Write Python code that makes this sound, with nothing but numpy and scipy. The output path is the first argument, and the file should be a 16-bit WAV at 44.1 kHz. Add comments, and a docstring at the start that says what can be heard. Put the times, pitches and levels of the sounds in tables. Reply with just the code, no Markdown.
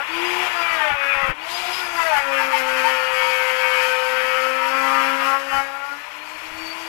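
"""Plunge router on a wooden batten

Two passes, close by. The motor races when the bit is free and sags when it bites.
The flutes hammer the wood on every turn, the long bit flexes and chatters, and chips spray.
The cooling fan roars and whistles; between the passes the base skids over the wood."""
import sys
import numpy as np
from scipy import signal
from scipy.fft import rfft, irfft, next_fast_len
from scipy.io import wavfile
from scipy.ndimage import uniform_filter1d

SR = 44100
rng = np.random.default_rng(int(sys.argv[2]) if len(sys.argv) > 2 else 0)


def waveform_to_disk(signal):
    """Save audio, clipped to [-1, 1], as 16-bit WAV at the path in sys.argv[1]."""
    frames = np.transpose(np.atleast_2d(signal))
    scaled = np.clip(frames, -1, 1) * 32767
    samples = np.round(scaled).astype(np.int16)
    wavfile.write(sys.argv[1], SR, samples)


N = 303402
TIME = np.arange(N) / SR
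BUZZ_ATTACK_S, BUZZ_RELEASE_S = 0.044, 0.06

# Low air noise. Each row: frequency in Hz, level in dB.
RUMBLE_SPECTRUM = [(20, 0), (45, -3), (100, -7), (220, -12), (500, -25), (1500, -60)]
# Radiation of the wood. Each row: frequency in Hz, level in dB.
WOOD_SPECTRUM = [(150, -27.5), (350, -16.5), (600, -9.5), (850, -4.5), (1100, -5.5), (1400, -3.5),
                 (1900, -1), (2500, -4.5), (3100, -10), (3700, -17.5), (4600, -25), (7000, -39.5)]
# Ringing of base plate and batten. Each row: centre in Hz, width in Hz, gain in dB.
BODY_MODES = [(1190, 400, 4), (1410, 45, 7), (1740, 250, -2), (2478, 45, 6), (3010, 32, 5)]
# Tones are ragged as the bit digs in, firm in the steady cut. Each row: time in seconds, roughness 0-1.
CUT_ROUGHNESS = [(0.9, .42), (1.05, .16), (1.3, .5), (2.15, .5), (2.5, .25), (3.1, .14), (4.5, .14),
                 (5.2, .25), (5.6, .12)]


def from_db(db):
    """Decibels to gain."""
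    return np.exp(np.asarray(db) * (np.log(10) / 20))


def rms_one(x):
    """Scale to unit power."""
    return x / np.sqrt(np.mean(x ** 2) + 1e-20)


def in_time(rows):
    """Each value column of a time table at every sample."""
    times_s, *columns = np.transpose(rows)
    return [np.interp(TIME, times_s, column) for column in columns]


def gate(start_s, end_s, attack_s, release_s):
    """Rise from the start, hold, fall after the end."""
    full_s = start_s + attack_s
    fall_s = max(end_s, full_s)
    return np.interp(TIME, [start_s, full_s, fall_s, fall_s + release_s], [0, 1, 1, 0])


def swells(rows, attack_s, release_s):
    """Summed gain of gated swells."""
    return sum(from_db(db) * gate(start_s, end_s, attack_s, release_s) for start_s, end_s, db in rows)


def bump(centre_s, sigma_s):
    """Gaussian pulse of height 1."""
    return np.exp(-0.5 * ((TIME - centre_s) / sigma_s) ** 2)


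def dips(rows):
    """Gain with brief dropouts."""
    return np.prod([1 - bump(centre_s, sigma_s) for centre_s, sigma_s in rows], axis=0)


def with_speed(speed_hz, db, db_per_hz):
    """Gain that grows with motor speed; db applies at 300 turns per second."""
    return from_db(db + db_per_hz * (speed_hz - 300))


def drift(rate_hz):
    """Slow random signal of unit spread."""
    hop, settle = 40, 2000
    pole = np.exp(-2 * np.pi * hop * rate_hz / SR)
    noise = rng.standard_normal(N // hop + settle + 2)
    slow = rms_one(signal.lfilter([1], [1, -2 * pole, pole * pole], noise)[settle:])
    return (slow[:-1, None] + np.outer(np.diff(slow), np.arange(hop) / hop)).ravel()[:N]


def gain_at(spectrum, hz):
    """Gain of a spectrum, read on a log-frequency axis."""
    points_hz, points_db = np.transpose(spectrum)
    return from_db(np.interp(np.log(np.maximum(hz, 1)), np.log(points_hz), points_db))


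def resonances(modes, hz):
    """Gain of a set of resonances."""
    return from_db(sum(db / (1 + (2 * (hz - mid_hz) / width_hz) ** 2) for mid_hz, width_hz, db in modes))


def coloured(x, spectrum, modes=()):
    """Give a flat excitation a spectrum and resonances; unit power."""
    size = next_fast_len(N)
    hz = np.fft.rfftfreq(size, 1 / SR)
    shaped = rfft(x, size) * gain_at(spectrum, hz) * resonances(modes, hz)
    return rms_one(irfft(shaped, size)[:N])


def angle_of(hz):
    """Running phase in radians."""
    return 2 * np.pi * np.cumsum(hz) / SR


def partial(angle, rough, flutter_hz):
    """Unit-power tone of which the share `rough` flutters in strength and phase."""
    rough = np.clip(rough, 0, 1)
    angle = angle + 2 * np.pi * rng.random()
    in_phase = np.sqrt(2 * (1 - rough)) + np.sqrt(rough) * drift(flutter_hz)
    quadrature = np.sqrt(rough) * drift(flutter_hz)
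    return in_phase * np.cos(angle) + quadrature * np.sin(angle)


def strokes(turn, depth, second_flute):
    """Noise pulsing with the rotation; one flute takes the thicker chip."""
    return rng.standard_normal(N) * np.exp(depth * (np.cos(turn) + second_flute * np.cos(2 * turn)))


def workshop(x, t60_s=0.087, gap_s=0.004):
    """Dense reflections from floor and walls."""
    t = TIME[:SR // 2]
    tail = rng.standard_normal(len(t)) * from_db(-60 * t / t60_s) * (t > gap_s)
    return signal.fftconvolve(x, tail / np.linalg.norm(tail))[:N]


def scattered(x):
    """Direct sound plus reflections whose peaks and notches shift as the router moves."""
    blend = 1.3 * drift(0.8)
    return 0.6 * x + 0.8 * (np.cos(blend) * workshop(x) + np.sin(blend) * workshop(x))


def rumble():
    """Low air noise at unit power."""
    return coloured(rng.standard_normal(N), RUMBLE_SPECTRUM)


def draught():
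    """The exhaust stirs the air and now and then puffs at the listener."""
    # Each row: time in seconds, level in dB, sigma in seconds.
    puffs = [(0.925, -39, 0.018), (1.17, -46, .01), (1.237, -39, 0.012), (1.298, -31, 0.012),
             (2.18, -53, .025), (5.565, -44, 0.03), (6.57, -60, .08)]
    puff_gain = sum(from_db(db) * bump(centre_s, sigma_s) for centre_s, db, sigma_s in puffs)
    return (from_db(-66.5 + 4.5 * drift(5)) + puff_gain) * rumble()


def skid():
    """The base plate rubs over the batten between the passes."""
    # Each row: time in seconds, level in dB.
    rub_levels = [(1.4, -75), (1.47, -46), (1.505, -35), (1.57, -38), (1.64, -39), (1.81, -36.5),
                  (1.835, -75)]
    # Each row: frequency in Hz, level in dB.
    rub_spectrum = [(1500, -24), (2900, -4.5), (3400, -3), (4400, -8), (6000, -16), (9500, -22),
                    (13000, -20), (15000, -35)]
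    level_db, = in_time(rub_levels)
    return from_db(level_db + 0.94 * drift(32)) * coloured(rng.standard_normal(N), rub_spectrum)


def knock(at_s=1.27, level_db=-29):
    """A dull knock as the plunge base is lifted and knocks."""
    # Each row: frequency in Hz, level in dB.
    knock_spectrum = [(120, -11), (400, 2), (1400, 1), (2400, 7), (4500, -40)]
    envelope = gate(at_s, at_s, attack_s=0.028, release_s=0.07) ** 2
    return from_db(level_db) * envelope * coloured(rng.standard_normal(N), knock_spectrum)


def splinters(t60_s=0.022):
    """Splinters snap off and tick against the base plate."""
    # Each row: time in seconds, pitch in Hz, level in dB.
    ticks = [(4.206, 1900, -25), (4.226, 2070, -31), (4.244, 1874, -21)]
    t = TIME[:SR // 20]
    out = np.zeros(N)
    for start_s, hz, db in ticks:
        first = int(start_s * SR)
        out[first:first + len(t)] += from_db(db - 60 * t / t60_s) * np.sin(2 * np.pi * hz * t)
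    return out


def fan_roar(turn):
    """Cooling air rushes through the resonant vents."""
    # Each row: frequency in Hz, level in dB.
    air_spectrum = [(100, -23), (300, -15.5), (520, -8), (720, -5.5), (950, 4.5), (1200, -1), (1700, -1),
                    (2400, 5.5), (3100, 0.5), (3800, -9.5), (4500, -20), (7000, -26.5)]
    # Each row: centre in Hz, width in Hz, gain in dB.
    vent_modes = [(930, 260, 2.1), (1393, 110, 5.7), (1730, 140, 0.55), (2430, 260, 3.7), (2840, 61, 5.7),
                  (3400, 240, 4.2)]
    return coloured(strokes(turn, depth=0.22, second_flute=0.12), air_spectrum, vent_modes)


def fan_whistle(speed_hz, turn, blades=14):
    """Blade tone, fluttering in turbulent air; its octave appears only near full speed."""
    # Each row: start in seconds, end in seconds, level in dB.
    whistle_swells = [(0.07, 0.2, -52), (0.24, 0.33, -50), (0.51, 0.73, -53), (1.385, 1.46, -55),
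                      (1.49, 1.57, -42), (1.6, 1.89, -52), (1.7, 1.8, -40.5), (1.93, 1.98, -48),
                      (2.0, 2.11, -54), (6.54, 6.72, -45), (6.8, 6.88, -48)]
    gain = with_speed(speed_hz, db=-60, db_per_hz=0.1)
    gain += swells(whistle_swells, attack_s=0.034, release_s=0.024)
    tone = partial(blades * turn, rough=0.25, flutter_hz=20)
    octave = partial(2 * blades * turn, rough=0.45, flutter_hz=12)
    octave_db = -9.5 + 0.35 * (speed_hz - speed_hz.max())
    return gain * (tone + from_db(octave_db) * octave)


def dust(speed_hz, turn, thrown):
    """Air hisses through the base and throws spurts of wood dust against it."""
    # Each row of both: frequency in Hz, level in dB.
    hiss_spectrum = [(2500, -4.5), (3600, 0), (4700, 4), (5600, 1.5), (7000, -2), (9000, -10), (12000, -46)]
    spray_spectrum = [(4000, -34), (7500, -1), (9500, 0), (11000, 4.5), (13000, 3.5), (14200, -6),
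                      (15500, -52)]
    hiss_gain = np.hypot(with_speed(speed_hz, db=-52.5, db_per_hz=0.1583), from_db(-43.5) * thrown)
    spray_gain = np.hypot(with_speed(speed_hz, db=-58.5, db_per_hz=0.1583), from_db(-47.5) * thrown)
    spurts = from_db(1.1 * drift(15.6) + 0.3 * drift(68))
    air = strokes(turn, depth=0.047, second_flute=0.24) * spurts
    grains = strokes(turn, depth=0.059, second_flute=0.18) * spurts
    grains *= from_db(0.52 * rng.exponential(1, N))
    return hiss_gain * coloured(air, hiss_spectrum) + spray_gain * coloured(grains, spray_spectrum)


def motor(strain_range_hz=7.6):
    """Turns per second, and strain, which reaches 1 at the slowest speed."""
    # Each row: time in seconds, turns per second.
    speed_curve = [(0.0, 275), (0.12, 329), (0.26, 354), (0.45, 363.5), (0.52, 349), (0.73, 330),
                   (0.8, 319.5), (0.87, 302), (0.99, 279), (1.2, 276), (1.31, 264), (1.42, 322),
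                   (1.55, 353), (1.8, 364), (1.86, 350), (2.07, 327), (2.21, 277), (2.34, 271),
                   (2.6, 261.3), (3.0, 259.7), (3.45, 258), (3.65, 258), (3.87, 256.4), (4.15, 257.4),
                   (4.5, 261.2), (4.84, 268), (5.12, 269), (5.5, 273.6), (5.7, 274.3), (5.94, 284.5),
                   (6.06, 292.6), (6.38, 313.5), (6.88, 330)]
    speed_hz, = in_time(speed_curve)
    strain = np.exp((speed_hz.min() - speed_hz) / strain_range_hz)
    grain_tug = 1 + 0.0012 * drift(20.2)
    return speed_hz * grain_tug, strain


def shaft_hum(speed_hz, turn, waver_db=3):
    """The unbalanced shaft hums at the turning rate, louder with speed."""
    # Each row: start in seconds, end in seconds, level in dB.
    hum_swells = [(0.07, 0.33, -35.5), (2.2, 2.85, -47), (4.35, 5.6, -51.5), (4.65, 5.2, -42.5),
                  (6.52, 6.88, -56)]
    # Each row: time in seconds, sigma in seconds.
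    dropouts = [(0.07, .015), (0.49, .018), (0.97, .03), (1.48, .015), (2.17, .035), (6.08, .045),
                (6.4, .025)]
    gain = with_speed(speed_hz, db=-53.5, db_per_hz=0.1366) * from_db(waver_db * drift(9))
    gain += swells(hum_swells, attack_s=0.096, release_s=0.17)
    return gain * dips(dropouts) * partial(turn, rough=0.025, flutter_hz=12)


def flute_beat(speed_hz, turn, depth, strain, bite, racing, waver_db=3):
    """Two flutes beat at twice the turning rate: strong under strain, ragged in free air."""
    # The flutes dig in. Each row: start in seconds, end in seconds, level in dB.
    digs = [(0.82, 0.88, -34), (2.03, 2.1, -30), (2.26, 2.36, -36), (4.3, 4.52, -41.5)]
    # Each row: time in seconds, sigma in seconds.
    dropouts = [(0.68, .014), (0.925, .022), (2.17, .018), (5.9, .012), (5.99, .012)]
    in_wood = depth * (from_db(-37.5) + from_db(-33.5) * strain)
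    in_air = with_speed(speed_hz, db=-58, db_per_hz=0.3155)
    gain = in_wood + in_air + swells(digs, BUZZ_ATTACK_S, BUZZ_RELEASE_S)
    waver = from_db(waver_db * racing * (drift(9) - 0.5))
    tone = partial(2 * turn, rough=0.008 + 0.8 * (1 - bite) ** 2, flutter_hz=25)
    return gain * waver * dips(dropouts) * tone


def flute_buzz(turn, depth, racing):
    """The hammering flutes buzz on harmonics 3-5 of the turning rate."""
    # Level in dB of each harmonic in a smooth cut.
    smooth_db = [-44.5, -40.5, -34.5]
    # Each row: start in seconds, end in seconds, levels in dB of harmonics 3, 4 and 5.
    buzzes = [(-0.06, -0.027, -24, -46, -24), (0.541, 0.612, -34.5, -29, -42), (0.663, 0.73, -40, -32, -41),
              (1.13, 1.29, -38.5, -39, -41), (1.762, 1.889, -54, -34, -40), (1.964, 1.999, -38, -26, -37),
              (2.047, 2.2, -31, -53, -56), (2.235, 2.37, -49, -52, -34), (4.228, 4.616, -64, -49, -31),
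              (4.688, 5.115, -37, -33.5, -29.5), (5.238, 5.358, -30.5, -27, -27.5),
              (5.494, 5.586, -27, -32, -28.5), (5.659, 5.763, -38, -48, -38),
              (5.789, 5.928, -36, -41.5, -35)]
    bursts = sum(np.outer(from_db(db), gate(start_s, end_s, BUZZ_ATTACK_S, BUZZ_RELEASE_S))
                 for start_s, end_s, *db in buzzes)
    gains = np.hypot(np.outer(from_db(smooth_db), depth), bursts)
    return sum(gain * partial(k * turn, rough=0.12 + 0.4 * racing, flutter_hz=14)
               for k, gain in enumerate(gains, start=3))


def squeals(turn):
    """Single harmonics catch a resonance of wood or base and sing out."""
    # Each row: start in seconds, end in seconds, harmonic number, level in dB.
    notes = [(0.6, 0.74, 7, -32), (0.93, 1.16, 9, -31), (1.0, 1.1, 6, -31), (2.27, 2.36, 9, -38),
             (2.52, 2.57, 10, -34), (2.69, 2.78, 10, -35), (3.3, 4.25, 6, -37), (3.4, 4.5, 8, -38),
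             (5.5, 5.56, 9, -35), (5.49, 5.55, 11, -33.5), (5.55, 5.62, 8, -33), (5.55, 5.61, 6, -33)]
    return sum(from_db(db) * gate(start_s, end_s, BUZZ_ATTACK_S, BUZZ_RELEASE_S)
               * partial(k * turn, rough=0.12, flutter_hz=14) for start_s, end_s, k, db in notes)


def grain():
    """Gain of one tone as it swells and breaks up in the changing grain."""
    return from_db(4.2 * np.tanh(drift(4.5)) - 0.8)


def edge_ring(speed_hz, turn, chatter_hz):
    """The cutting edges ring grittily on high harmonics, and beside them as the bit flexes."""
    # Each row: frequency in Hz, level in dB.
    edge_spectrum = [(4200, -3.5), (4600, -3.5), (5000, -9), (5500, -11)]
    flex = angle_of(chatter_hz)
    harmonics = [(k * speed_hz, k * turn) for k in range(18, 22)]
    sidebands = [(chatter_hz + k * speed_hz, flex + k * turn) for k in range(13, 18)]
    return sum(gain_at(edge_spectrum, hz) * grain() * partial(angle, rough=0.9, flutter_hz=28)
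               for hz, angle in harmonics + sidebands)


def bit_chatter(strain, spread_s=0.22):
    """The bit bends in bursts and trembles under strain: tone, pitch, share of the cut's tones."""
    # Each row: start in seconds, end in seconds, first pitch in Hz, last pitch in Hz, level in dB.
    bursts = [(0.787, 0.936, 912, 821, -29.5), (0.999, 1.27, 1017, 991, -50), (1.952, 2.02, 1022, 985, -30),
              (2.104, 2.188, 900.5, 833, -25.5), (2.239, 2.311, 990, 968, -34),
              (2.39, 2.412, 938, 912, -20.5), (2.524, 2.543, 913, 903, -19), (2.653, 2.699, 886, 906, -29),
              (2.837, 2.879, 896, 926, -21.5), (2.947, 3.019, 904, 889, -34),
              (3.092, 3.144, 924, 934, -26.5), (3.204, 3.31, 936, 936, -24.5),
              (3.389, 3.501, 932, 931, -27), (3.581, 3.697, 927, 938, -26),
              (3.764, 3.85, 924, 922.5, -27.5), (4.009, 4.072, 914, 922, -36),
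              (4.201, 4.352, 927, 940, -40), (4.415, 4.48, 933.5, 927, -52), (4.589, 4.69, 945.4, 954, -29),
              (4.811, 5.234, 945, 980, -32)]
    start_s, end_s, first_hz, last_hz, db = np.transpose(bursts)
    hz = np.interp(TIME, np.ravel([start_s, end_s], "F"), np.ravel([first_hz, last_hz], "F"))
    burst_gain = swells(zip(start_s, end_s, db), attack_s=0.018, release_s=0.03)
    gain = np.hypot(burst_gain, from_db(-31) * strain)
    tone = gain * partial(angle_of(hz), rough=0.2, flutter_hz=25)
    near_burst = uniform_filter1d((burst_gain > 0) * 1.0, int(spread_s * SR))
    rough, = in_time(CUT_ROUGHNESS)
    flex_share = np.clip(0.1 + (0.2 + 0.42 * rough) * near_burst, 0, 1)
    return tone, hz, flex_share


def hand_feed():
    """Depth of the bit in the wood, and the gains of its noise and its dust."""
    # Each row: entry, attack, start of exit and release in seconds, level in dB, dust in dB.
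    cuts = [(-0.2, 0.1, 0.012, 0.075, -28.5, -11), (0.36, 0.34, 1.284, 0.069, -24, -7.5),
            (1.76, 0.31, 5.3, 1.18, -24, 0.5)]
    # The hand pushes or eases. Each row: time in seconds, sigma in seconds, gain in dB.
    pushes = [(0.46, 0.014, 1), (0.96, 0.026, -5.5), (1.311, 0.012, 6), (1.883, 0.037, -17),
              (1.985, 0.023, 1), (2.17, 0.0098, 3.5), (2.27, 0.05, -4), (2.494, 0.017, -4),
              (2.571, 0.031, 1.5), (2.648, 0.017, -2.5), (2.726, 0.019, 0), (3.09, 0.046, -1.5),
              (3.819, 0.082, 2), (4.099, 0.16, -1.5), (4.45, 0.02, 0), (4.753, 0.018, 0),
              (4.592, 0.081, -2), (4.931, 0.052, 0.5), (5.149, 0.034, -3), (5.426, 0.061, -3.5),
              (5.555, 0.036, 4), (5.761, 0.12, -4.5), (6.013, 0.031, 2)]
    push = from_db(sum(db * bump(centre_s, sigma_s) for centre_s, sigma_s, db in pushes))
    depth, cut_gain, dust_gain = np.zeros((3, N))
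    for start_s, attack_s, end_s, release_s, level_db, dust_db in cuts:
        cut = gate(start_s, end_s, attack_s, release_s)
        cut = np.where(TIME > end_s, cut ** 2, cut)   # the last fibres give way gradually
        depth += cut
        cut_gain += from_db(level_db) * cut
        dust_gain += from_db(dust_db) * cut
    return depth, push * cut_gain, push ** 1.42 * dust_gain


def body_tone(hz, angle, rough, wander_hz=4):
    """One wavering tone of the cut, radiated by wood and base plate."""
    grid_hz = np.geomspace(100, 10000, 600)
    response = gain_at(WOOD_SPECTRUM, grid_hz) * resonances(BODY_MODES, grid_hz)
    gain = np.interp(np.abs(hz), grid_hz, response)
    waver = angle_of(wander_hz * drift(8))
    return gain * grain() * partial(angle + waver, rough, flutter_hz=21.2)


def rasp_tilt(x, tilt_db, split_hz=2150):
    """Shift weight from the low band to the upper rasp as the tilt rises."""
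    upper = signal.sosfiltfilt(signal.butter(4, split_hz, "high", fs=SR, output="sos"), x)
    return from_db(-0.5 * (tilt_db + 2.5)) * (x - upper) + from_db(tilt_db + 3) * upper


def cutting(speed_hz, turn, chatter_hz, flex_share):
    """Flute blows give harmonics, the flexing bit adds lines between them, and torn fibres rasp."""
    # Level in dB of harmonics 6-13 of the turning rate.
    blow_db = [-2, -4, -3, -2.5, -1.5, -3.5, -7, -16]
    # Level in dB of the lines 1-9 turning rates above the chatter.
    sideband_db = [1.5, -2.5, 0, -7, 2.5, 0.5, -3.5, -0.5, 3]
    rough, = in_time(CUT_ROUGHNESS)
    flex = angle_of(chatter_hz + 36.24 * rough * drift(14.2))
    blows = sum(from_db(db) * body_tone(k * speed_hz, k * turn, rough)
                for k, db in enumerate(blow_db, start=6))
    above = sum(from_db(db) * body_tone(chatter_hz + k * speed_hz, flex + k * turn, rough)
                for k, db in enumerate(sideband_db, start=1))
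    below = sum(body_tone(k * speed_hz - chatter_hz, k * turn - flex, rough=0.4) for k in (9, 10, 11))
    # the bit jumps clear of the wood, which doubles the flexing rate
    jumps = sum(body_tone(2 * chatter_hz + k * speed_hz, 2 * flex + k * turn, rough=0.4)
                for k in (2, 3, 5))
    tearing = strokes(turn, depth=0.42, second_flute=0.16) * from_db(1.86 * drift(100))
    fibres = from_db(-9.3 + 2 * rough) * coloured(tearing, WOOD_SPECTRUM, BODY_MODES)
    hammered = from_db(-7) * np.sqrt(1 - flex_share) * blows
    flexed = from_db(-7.5) * np.sqrt(flex_share) * (above + from_db(-4) * below + from_db(-3) * jumps)
    uneven_feed = from_db(0.72 * drift(15.3))
    return uneven_feed * (hammered + flexed + fibres)


def scene():
    """The router, heard almost wholly on the left."""
    # Nearness of the vents, closest at first. Each row: time in seconds, gain in dB.
    vent_nearness = [(0.48, 1.5), (0.52, -1.3), (1.1, -1), (1.45, -3.3), (6.0, -4.2)]
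    near_db, = in_time(vent_nearness)
    speed_hz, strain = motor()
    turn = angle_of(speed_hz)
    racing = (speed_hz - speed_hz.min()) / np.ptp(speed_hz)
    depth, cut_gain, dust_gain = hand_feed()
    chatter, chatter_hz, flex_share = bit_chatter(strain)

    roar_gain = with_speed(speed_hz, db=-34.5 + near_db, db_per_hz=0.1259)
    bite = cut_gain ** 2 / (cut_gain ** 2 + roar_gain ** 2)   # 0 free, near 1 cutting
    tilt_db = -6 + bite * (6.5 * strain + 5 * flex_share) + 0.22 * near_db
    cut = cut_gain * cutting(speed_hz, turn, chatter_hz, flex_share)
    work = rasp_tilt(cut + roar_gain * fan_roar(turn), tilt_db)

    # the treble dips briefly after the first pass
    treble_dip = from_db(-9.5 * gate(1.305, 1.305, attack_s=0.02, release_s=0.16))
    thrown = dust_gain * from_db(0.5 * strain)
    grit = from_db(-53) * thrown * edge_ring(speed_hz, turn, chatter_hz)
    whistle = treble_dip * fan_whistle(speed_hz, turn)
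    machine = work + chatter + squeals(turn) + grit + whistle + skid() + splinters() + knock()
    chips = treble_dip * scattered(dust(speed_hz, turn, thrown))
    beat = flute_beat(speed_hz, turn, depth, strain, bite, racing)
    spindle = shaft_hum(speed_hz, turn) + beat + flute_buzz(turn, depth, racing)
    router = spindle + machine + from_db(-7.5) * workshop(machine) + chips + draught()
    right = from_db(-41) * router + from_db(-38) * workshop(work) + from_db(-77) * rumble()
    return np.array([2 * router, right])


def record(dry):
    """Steep low-pass, 70 dB down from 16 kHz."""
    return signal.sosfilt(signal.cheby2(12, 70, 16000, fs=SR, output="sos"), dry)


dry = scene()
out = record(dry)
waveform_to_disk(out)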